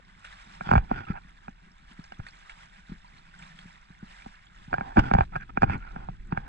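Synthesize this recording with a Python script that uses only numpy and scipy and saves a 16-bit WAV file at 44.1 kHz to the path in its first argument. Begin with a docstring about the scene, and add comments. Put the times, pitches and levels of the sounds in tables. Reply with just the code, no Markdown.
"""A waterproof camera case is knocked, pressed and rubbed, close by and in loud bursts, beside a pool.
Knocks ring its plastic shell, pushes make its wall thud, sliding fingers rasp and squeak, and the
hand that holds it adds a low rumble. Behind this a swimmer's fins stir up a quiet wash of spray,
and falling drops ring tiny bubbles. A faint low hum swells once. Everything is heard through the
case's two microphone openings, one left and one right."""
import sys
import numpy as np
from scipy import signal
from scipy.fft import rfft, irfft
from scipy.io import wavfile
from scipy.ndimage import uniform_filter1d, minimum_filter1d

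SR = 44100
rng = np.random.default_rng(int(sys.argv[2]) if len(sys.argv) > 2 else 0)


def persist_wave(psi):
    """Save psi, clipped to +-1, as 16-bit WAV."""
    counts = np.round(np.clip(psi, -1, 1) * 32767).astype(np.int16)
    wavfile.write(sys.argv[1], SR, np.atleast_2d(counts).T)


N = 285768

# How unsteady the hand is. Each row: time in seconds, level in dB.
UNSTEADINESS = [(0.03, -58), (0.25, -54), (4.3, -57), (5.1, -44), (6.45, -44)]
# Tone colours of the hand's deep sway, the case's low murmur, splashing water, a knock's tick and
# rubbing skin. Each row: frequency in Hz, level in dB.
SWAY_COLOUR = [(10, -3.5), (25, 1.5), (42, 4.5), (70, -9.5), (120, -14), (300, -81.5)]
MURMUR_COLOUR = [(40, -29), (90, -8.5), (180, 5), (250, -10), (350, -14.5), (600, -31), (1200, -102.5)]
WATER_COLOUR = [(200, -41), (430, -23), (600, -7), (780, 4), (1100, -6), (1600, -0.5), (2250, -2),
                (2700, -7), (3500, -9.5), (4400, -16.5), (5200, -13.5), (6000, -21), (8500, -20.5),
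                (9500, -38)]
TICK_COLOUR = [(200, -15), (900, 12), (2400, -25), (2900, 26.5), (3800, -6.5), (4800, 14.5), (6200, -2.5),
               (8000, -5), (10000, -19.5), (12000, -32)]
RUB_COLOUR = [(30, -15.5), (100, 6), (250, -1.5), (450, -13.5), (600, -10), (790, 10.5), (1100, -1.5),
              (1550, 3.5), (1950, -5.5), (2400, -5), (2900, -15), (3400, -13), (3900, -35.5), (4800, -18.5),
              (6200, -35), (8500, -38.5), (10000, -74.5)]
# Bouts of fin kicks. Each row: start in seconds, length in seconds, strength in dB.
FIN_KICKS = [(0.178, 0.39, -54.5), (1.797, 0.33, -59), (2.263, 0.33, -55), (2.706, 0.54, -60),
             (3.303, 0.38, -55), (4.025, 0.074, -49.5), (4.476, 0.61, -58.5), (5.713, 0.18, -64)]
# Drops landing on the pool. Each row: start in seconds, level in dB, bubble pitch in Hz.
DROPS = [(0.245, -36, 1444), (0.25, -33.5, 2740), (0.327, -38.5, 1690), (1.052, -42, 2670),
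         (1.242, -53.5, 1820), (1.717, -51.5, 5300), (2.041, -38.5, 5180), (2.266, -33.5, 1810),
         (2.286, -37, 4340), (2.496, -33, 2170), (3.045, -43, 957), (3.079, -51, 4500), (3.184, -48, 4120),
         (3.339, -41, 1490), (3.393, -44.5, 1480), (3.392, -45, 7500), (3.424, -36.5, 2250),
         (3.589, -36, 3200), (4.221, -38.5, 2260), (4.356, -53, 2880), (4.468, -47.5, 3240)]
# Knocks on the case. Each row: start in seconds, force in dB, hardness in dB (how much the higher
# notes are favoured), tick level in dB, pitch of the bending wall in Hz.
CASE_KNOCKS = [(0.6091, -30, 2, -58, 169), (0.6897, -24.5, -6, -45, 161), (0.712, -19, -2.5, -36, 169),
               (0.7141, -12, -4, -28, 155.5), (0.7272, -20, -6, -65, 144),
               (0.7354, -13.5, -9.5, -27.5, 145), (0.7538, -14.5, -5.5, -35, 161.4),
               (0.7587, -18.5, -3.5, -39, 158), (0.7632, -22.5, -1, -39, 120),
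               (0.7785, -16.5, -6, -30, 61.6), (0.9132, -19.5, -9.5, -55, 199),
               (1.481, -35, -2.5, -76, 191), (2.1209, -41, 5.5, -39.5, 191), (2.2, -40, 0, -68, 111),
               (4.2605, -39.5, -13.5, -50, 204), (4.7292, -22.5, 3, -52, 205), (4.7402, -24, 8, -33.5, 138),
               (4.7817, -25.5, -4, -62, 141.4), (4.8091, -25, 1.5, -60, 187),
               (4.9696, -13.5, -5.5, -58, 229.5), (4.9765, -17.5, -7.5, -49, 133.4),
               (4.9818, -20.5, -4.5, -31.5, 225), (4.991, -18, -3, -21, 197),
               (4.9944, -15, -5.5, -19.5, 110), (5.1128, -16, -5.5, -54, 216),
               (5.137, -13.5, -6.5, -22.5, 107.6), (5.1496, -14.5, -13, -44.5, 144.3),
               (5.1855, -15, -10.5, -31, 136), (5.2077, -17.5, -3.5, -33.5, 62.3),
               (5.3561, -25, 4, -43.5, 136.5), (5.3615, -25, 3.5, -36, 126), (5.573, -18, -2, -64, 200),
               (5.6201, -16.5, -1.5, -25, 150), (5.6312, -12, -8.5, -28.5, 162),
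               (5.6386, -16, -8, -34, 137), (5.6967, -22.5, -6.5, -38, 127), (5.961, -31, -3, -67, 175),
               (6.0867, -32, -14, -79, 135.5), (6.3233, -20.5, -13.5, -67, 170),
               (6.374, -22.5, -2, -39, 133.6)]
# The notes the case rings at. Each row: pitch in Hz, level in dB, seconds to fade by 60 dB.
CASE_NOTES = [(773, 10, 0.028), (930, 10, 0.0074), (1456, 6, 0.015), (1626, -1, 0.021), (1608, -6.5, 0.057),
              (2335, -4, 0.019), (3450, -40.5, 0.0084)]
# How the shell passes knocks and the wall passes thuds. Each row: frequency in Hz, gain in dB.
SHELL_FILTER = [(350, 7), (460, -10.5), (600, -1), (760, -1.5)]
WALL_FILTER = [(80, 1.5), (135, -3.5), (230, -1.5), (320, 1), (450, 5)]
# Soft presses that bend the wall. Each row: start in seconds, strength in dB, pitch in Hz.
SOFT_PRESSES = [(0.668, -29, 171), (0.767, -9, 90), (1.101, -16, 159), (1.247, -45, 188), (1.911, -44, 176),
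                (1.990, -33, 175), (2.192, -26.5, 126), (2.894, -35, 171), (2.918, -29.5, 168),
                (3.655, -41, 196), (3.902, -41, 182), (4.027, -32, 195), (4.678, -35, 170),
                (4.98, -11.5, 214.5), (4.985, -12.5, 60), (5.022, -25.5, 194), (5.683, -25.5, 93),
                (5.742, -25.5, 223)]
# Fingers sliding on the case. Each row: start and end in seconds, then pressure, brightness,
# extra hiss and extra bass in dB, then the squeak's top pitch in Hz.
FINGER_SLIDES = [(0.629, 0.74, -37.5, -7, 7, -2, 1440), (0.754, 0.875, -47.5, -13, -13, 3, 1630),
                 (0.862, 1.073, -41.5, -3, 0.5, 6.5, 1464), (1.06, 1.135, -43, 0, -3, 5.5, 1347),
                 (1.125, 1.198, -39.5, -8.5, -10, -22, 1550), (4.672, 5.001, -40, -16.5, 4.5, -3, 1760),
                 (4.956, 5.018, -20, -15.5, 1, 5, 1580), (4.978, 5.125, -36.5, -7.5, 3, 7, 1440),
                 (5.148, 5.25, -29, -12.5, -3, -1.5, 1530), (5.317, 5.39, -38.5, -7, -17, -2.5, 1324),
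                 (5.389, 5.447, -53, 6, -6, -7, 1710), (5.486, 5.512, -45.5, -4, -3, 4.5, 1270),
                 (5.63, 5.805, -39, -8, -6, 10, 1435), (5.684, 5.761, -47, 5.5, 0, 6, 2340),
                 (5.78, 5.929, -50, 1, -11, -1.5, 1415), (5.895, 6.105, -45.5, -10, 0, 4, 1454),
                 (6.264, 6.533, -45.5, -10.5, -0.5, 1, 1620)]
# The hum. Its one row: start in seconds, length in seconds, level in dB, pitch in Hz, width in Hz.
LOW_HUM = (3.33, .36, -59, 165, 50)
# The left microphone opening compared with the right. Each row: frequency in Hz, phase lead in
# radians (negative is late), likeness from 0 to 1, gain in dB for handling, gain in dB for the pool.
MIC_OPENINGS = [(86, -0.3, 0.9, -0.5, 0), (230, -0.3, 0.9, 1.7, 2), (420, -0.4, 0.6, 2, 0),
                (600, -2.5, 0.8, 0, -3), (800, -3.1, 0.9, -4, -3), (1300, -4.6, 0.7, -4.5, -1),
                (1650, -5, 0.8, -3, 0), (2300, -5.7, 0.75, -7, -7.5), (2900, -8.4, 0.45, -1, -1),
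                (3500, -11.5, 0.6, 0, 0.5), (5000, -15.5, 0.8, -6, -3), (8000, -12.5, 0.3, -6, -2.5)]


def amp(db):
    """Turns decibels into a gain to multiply by."""
    return 10 ** (np.asarray(db) / 20)


def unit(x):
    """Scales a sound to an average (rms) level of 1."""
    return x / np.sqrt(np.mean(x ** 2) + 1e-20)


def look_up(rows, hz, column=1):
    """Reads a table's column at any frequency, sliding between its rows."""
    table = np.transpose(rows)
    return np.interp(np.log(hz + 1), np.log(table[0] + 1), table[column])


def add(mix, start_s, sound):
    """Adds a sound to the mix at the given time."""
    part = mix[max(round(start_s * SR), 0):][:len(sound)]
    part += sound[:len(part)]


def filtered(x, curve):
    """Turns each frequency up or down along a curve of (Hz, dB) points."""
    hz = np.fft.rfftfreq(len(x), 1 / SR)
    return irfft(rfft(x) * amp(look_up(curve, hz)), len(x))


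def noise(size, colour):
    """Noise with the given tone colour, at level 1."""
    return unit(filtered(rng.standard_normal(size), colour))


def wander(per_s):
    """A smooth random curve that changes about per_s times a second."""
    hz = np.fft.rfftfreq(N, 1 / SR)
    return unit(irfft(rfft(rng.standard_normal(N)) / (1 + (hz / per_s) ** 4), N))


def clicks(per_s, spread_db):
    """Random clicks, most small and a few large."""
    size = amp(spread_db * np.minimum(rng.exponential(1, N), 4))
    return unit(size * rng.choice([-1, 1], N) * (rng.random(N) < per_s / SR))


def swell(start_s, length_s, rise_s, settle_s):
    """A loudness curve that rises, holds until its length is over, then dies away."""
    t = np.arange(N) / SR - start_s
    return np.clip(t / rise_s, 0, 1) * np.exp(-np.clip((t - length_s) / settle_s, 0, 20))


def resonate(x, hz, width_hz):
    """Keeps a narrow band of sound around a moving pitch."""
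    turn = np.exp(2j * np.pi * np.cumsum(hz) / SR)
    decay = np.exp(-np.pi * width_hz / SR)
    return 2 * (turn * signal.lfilter([1 - decay], [1, -decay], x / turn)).real


def wall_pushes(delay_s=.002197):
    """Lists presses and knocks as (seconds, dB, Hz); a knock bends the wall late, and less if hard."""
    return SOFT_PRESSES + [(start + delay_s, db - 3.5 - .55 * hard_db, hz)
                           for start, db, hard_db, _, hz in CASE_KNOCKS]


def hand_rumble(jolt_db=-16, rise_s=.0038):
    """The hand sways and each push jolts it, rumbling the case; a lumpy murmur partly follows."""
    jolt_power = sum((amp(db + jolt_db) * swell(start, rise_s, rise_s, settle_s=.04)) ** 2
                     for start, db, _ in wall_pushes())
    unsteady_db = np.interp(np.arange(N) / SR, *np.transpose(UNSTEADINESS))
    shake_db = 10 * np.log10(amp(unsteady_db) ** 2 + jolt_power)
    sway = noise(N, SWAY_COLOUR) * amp(shake_db - 1)
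    murmur = unit(noise(N, MURMUR_COLOUR) * amp(4 * wander(14)))
    return sway + murmur * amp(-63 + .53 * (shake_db - np.median(shake_db)))


def bubble(hz, cycles, glide=.036):
    """A bubble pinches off and rings, rising a little in pitch."""
    t = np.arange(2048) / SR
    age = t * hz / cycles
    tone = np.sin(2 * np.pi * hz * t * (1 + glide * np.tanh(age / 2)))
    return tone * np.exp(-age) * (1 - np.exp(-t * hz))


def fizz(count=5000, low_hz=900, high_hz=7000):
    """Small bubbles of many sizes ring at random moments, a few louder than the rest."""
    out = np.zeros(N)
    for when, height, chance, ring in rng.random((count, 4)):
        hz = low_hz * (high_hz / low_hz) ** height
        gain = amp(-3 * np.log(chance + np.exp(-4))) * np.sqrt(hz)
        add(out, when * N / SR, gain * bubble(hz, cycles=4.5 * (.5 + ring)))
    return unit(out)


def fin_wash(slops, lapping_db=-61, spray_db=-73.5, spray_growth=1.26, spray_hz=3800):
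    """Fins churn the lapping water into hiss and bubbles; fine spray grows faster than the rest."""
    kick_power = sum((amp(db - lapping_db) * swell(start, length, rise_s=.09, settle_s=.22)) ** 2
                     for start, length, db in FIN_KICKS)
    churn_db = 10 * np.log10(1 + kick_power)
    away_db = .5 * (np.arange(N) / SR - 2.53)  # the swimmer slowly draws away
    splashes = (clicks(12000, spread_db=3.7) + amp(-5.5) * fizz()) * slops
    spectrum = rfft(unit(filtered(splashes, WATER_COLOUR)))
    spray_share = 1 / (1 + (spray_hz / (np.fft.rfftfreq(N, 1 / SR) + 1)) ** 8)
    body = unit(irfft(spectrum * (1 - spray_share), N)) * amp(lapping_db + 1 + churn_db)
    spray = unit(irfft(spectrum * spray_share, N)) * amp(spray_db + spray_growth * churn_db)
    return (body + spray) * amp(-away_db)


def stray_droplets(loudest_db=-47, count=80):
    """Tiny droplets tick on the water at random moments; the quieter ones ring longer."""
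    out = np.zeros(N)
    for when, height, softness in rng.random((count, 3)):
        plink = bubble(3000 * 3 ** height, cycles=1 + 10 * softness)
        add(out, when * N / SR, amp(loudest_db - 10 * softness) * plink)
    return out


def drips(cycles=5.2, large_db=-34, spatter_s=.013):
    """Each drop rings a bubble and scatters spray and droplets; small ones splash less and ring longer."""
    out, t = np.zeros(N), np.arange(8192) / SR
    for start, db, hz in DROPS:
        smallness_db = max(large_db - db, 0)
        splash_db = db - .6 * smallness_db
        add(out, start, amp(db + 1) * bubble(hz, cycles + smallness_db / 2))
        add(out, start, amp(splash_db - 10) * noise(len(t), WATER_COLOUR) * np.exp(-t / spatter_s))
        for delay, height in rng.random((5, 2)):
            droplet = bubble(hz * 2 ** (height - .5), cycles)
            add(out, start + 2 * spatter_s * delay, amp(splash_db - 11) * droplet)
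    return out


def knock_rasps(rise_s=.0068):
    """A brief soft rasp swells into each knock and dies quickly after it."""
    out, t = np.zeros(N), np.arange(-2048, 2048) / SR
    envelope = np.exp(np.where(t < 0, t, -2 * t) / rise_s)
    for start, db, *_ in CASE_KNOCKS:
        add(out, start + t[0], amp(db - 20) * noise(len(t), RUB_COLOUR) * envelope)
    return out


def knocks(rise_s=.0004, tick_s=.003, crack_delay_s=.0015):
    """Each knock cracks, ticks and rings the case; a harder one brings out the higher notes."""
    out, t = np.zeros(N), np.arange(6144) / SR
    hz, note_db, fade_s = np.transpose(CASE_NOTES)[:, :, None]
    detune = np.minimum(.0007 / fade_s, .04)  # a finger shifts long-ringing notes less
    sign = (-1) ** np.arange(len(hz))[:, None]  # neighbouring notes swing opposite ways
    attack = 1 - np.exp(-t / rise_s)
    for start, db, hard_db, tick_db, _ in CASE_KNOCKS:
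        spot, shift = rng.standard_normal((2, len(hz), 1))  # every spot rings a little differently
        top_db = min(hard_db, -2)
        contact = [(1000, 0), (1450, hard_db), (1700, hard_db), (2300, top_db)]
        ring_db = db + 1 + note_db + look_up(contact, hz) + 2 * spot
        tones = sign * np.sin(2 * np.pi * hz * (1 + detune * shift) * t)
        ring = (amp(ring_db - 60 * t / fade_s) * tones).sum(0)
        crack_hz = 1250 * np.exp(.12 * shift[0])
        snap = (np.pi * crack_hz * (t - crack_delay_s)) ** 2
        crack = (1 - 2 * snap) * np.exp(-snap)  # the shell snaps in and back once
        tick = noise(len(t), TICK_COLOUR) * np.exp(-t / tick_s) * amp(tick_db - 4)
        add(out, start, (ring + tick) * attack + amp(db + 3 + top_db / 2) * crack)
    return filtered(out, SHELL_FILTER)


def wall_thuds(sag=.1, wobble=.1, shudder_s=.015):
    """A pushed wall swings unevenly for a few cycles, then shudders and rings on faintly."""
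    out, t = np.zeros(N), np.arange(8192) / SR
    uneven = wander(110)
    for start, db, hz in wall_pushes():
        # a light, quick push rings for more cycles than a deep one
        cycles = .63 * (hz / 150) ** .35 * np.interp(db, [-33, -24], [1.45, 1])
        age = t * hz / cycles
        attack, bump = 1 - np.exp(-age), age * np.exp(1 - age)
        drift = wobble * np.take(uneven, round(start * SR) + np.arange(len(t)), mode="wrap")
        pitch = hz * (1 + drift + sag * (2 * np.exp(-age / 2) - 1))  # falls as the pressure eases
        linger = amp(-23) * np.exp(-t / (2 * shudder_s)) * attack
        swing = np.sin(2 * np.pi * np.cumsum(pitch) / SR) * (bump ** 2 + linger)
        shudder = amp(-19) * noise(len(t), MURMUR_COLOUR) * np.exp(-t / shudder_s) * attack
        scuff = noise(len(t), RUB_COLOUR) * bump  # skin shifts as it presses
        add(out, start, amp(db) * (swing + shudder) + amp(min(db, -22) - 24) * scuff)
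    return filtered(out, WALL_FILTER)


def finger_rubs(pitch_arch=.06):
    """Skin sticks and slips on the plastic: dense clicks, and a hoarse squeak that rises and falls."""
    slips = clicks(7000, spread_db=3.8) * amp(3 * wander(140) + 2 * wander(11))
    grain, out = filtered(slips, RUB_COLOUR), np.zeros(N)
    for start, end, db, bright_db, hiss_db, bass_db, hz in FINGER_SLIDES:
        size = round((end - start) * SR)
        stroke = unit(np.take(grain, round(start * SR) + np.arange(size), mode="wrap"))
        hollow_db, ring_db = db + 1.5, db + bright_db + 5.5
        pitch = hz * (1 + pitch_arch * (np.sin(np.linspace(0, np.pi, size)) - 1))
        width_hz = np.interp(hz, [1450, 1650, 2300], [170, 420, 1000])  # higher squeaks are hoarser
        squeak = unit(resonate(resonate(stroke, pitch, width_hz), pitch, width_hz))
        colour = [(350, hollow_db + bass_db), (650, hollow_db), (1000, hollow_db),
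                  (1450, ring_db), (2600, ring_db), (3300, ring_db + hiss_db)]
        rub = filtered(stroke, colour) + amp(ring_db - 6) * squeak
        add(out, start, rub * signal.windows.tukey(size, .67))
    return out


def hum():
    """A faint, wavering low hum swells and fades."""
    start, length, db, hz, width_hz = LOW_HUM
    phase = 2 * np.pi * hz * np.arange(N) / SR
    tone = unit(wander(width_hz / 2) * np.cos(phase) + wander(width_hz / 2) * np.sin(phase))
    return amp(db) * tone * swell(start, length, rise_s=.084, settle_s=.017)


def mic_openings(shared, spread, other_spread, gain_column):
    """Sound reaches the left opening later and mostly weaker; spread-out noise is only partly alike."""
    hz = np.fft.rfftfreq(N, 1 / SR)
    lead, likeness, left_db = (look_up(MIC_OPENINGS, hz, k) for k in (1, 2, gain_column))
    spectrum = rfft(shared) + likeness * rfft(spread) + np.sqrt(1 - likeness ** 2) * rfft(other_spread)
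    left = irfft(spectrum * amp(left_db) * np.exp(1j * lead), N)
    return np.array([left, shared + spread])


def scene():
    """Handling and water, both heard in stereo through the case."""
    slops = amp(1.6 * wander(15))  # the splashing comes unevenly
    bumps_and_hum = knock_rasps() + knocks() + wall_thuds() + hum()
    hand_noises = [finger_rubs() + hand_rumble() for _ in range(2)]
    handling = mic_openings(bumps_and_hum, *hand_noises, gain_column=3)
    pool = mic_openings(drips() + stray_droplets(), fin_wash(slops), fin_wash(slops), gain_column=4)
    return handling + pool


def record(dry, ceiling=.82, hold_samples=133, cutoff_hz=11200):
    """A quick limiter turns down the loudest peaks, then a filter removes the highest treble."""
    allowed_gain = np.minimum(ceiling / (abs(dry).max(0) + 1e-9), 1)
    gain = uniform_filter1d(minimum_filter1d(allowed_gain, hold_samples), hold_samples)
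    low_pass = signal.firwin(511, cutoff_hz, window=("kaiser", 9), fs=SR)
    return signal.oaconvolve(dry * gain, low_pass[None], "same")


dry = scene()
out = record(dry)
persist_wave(out)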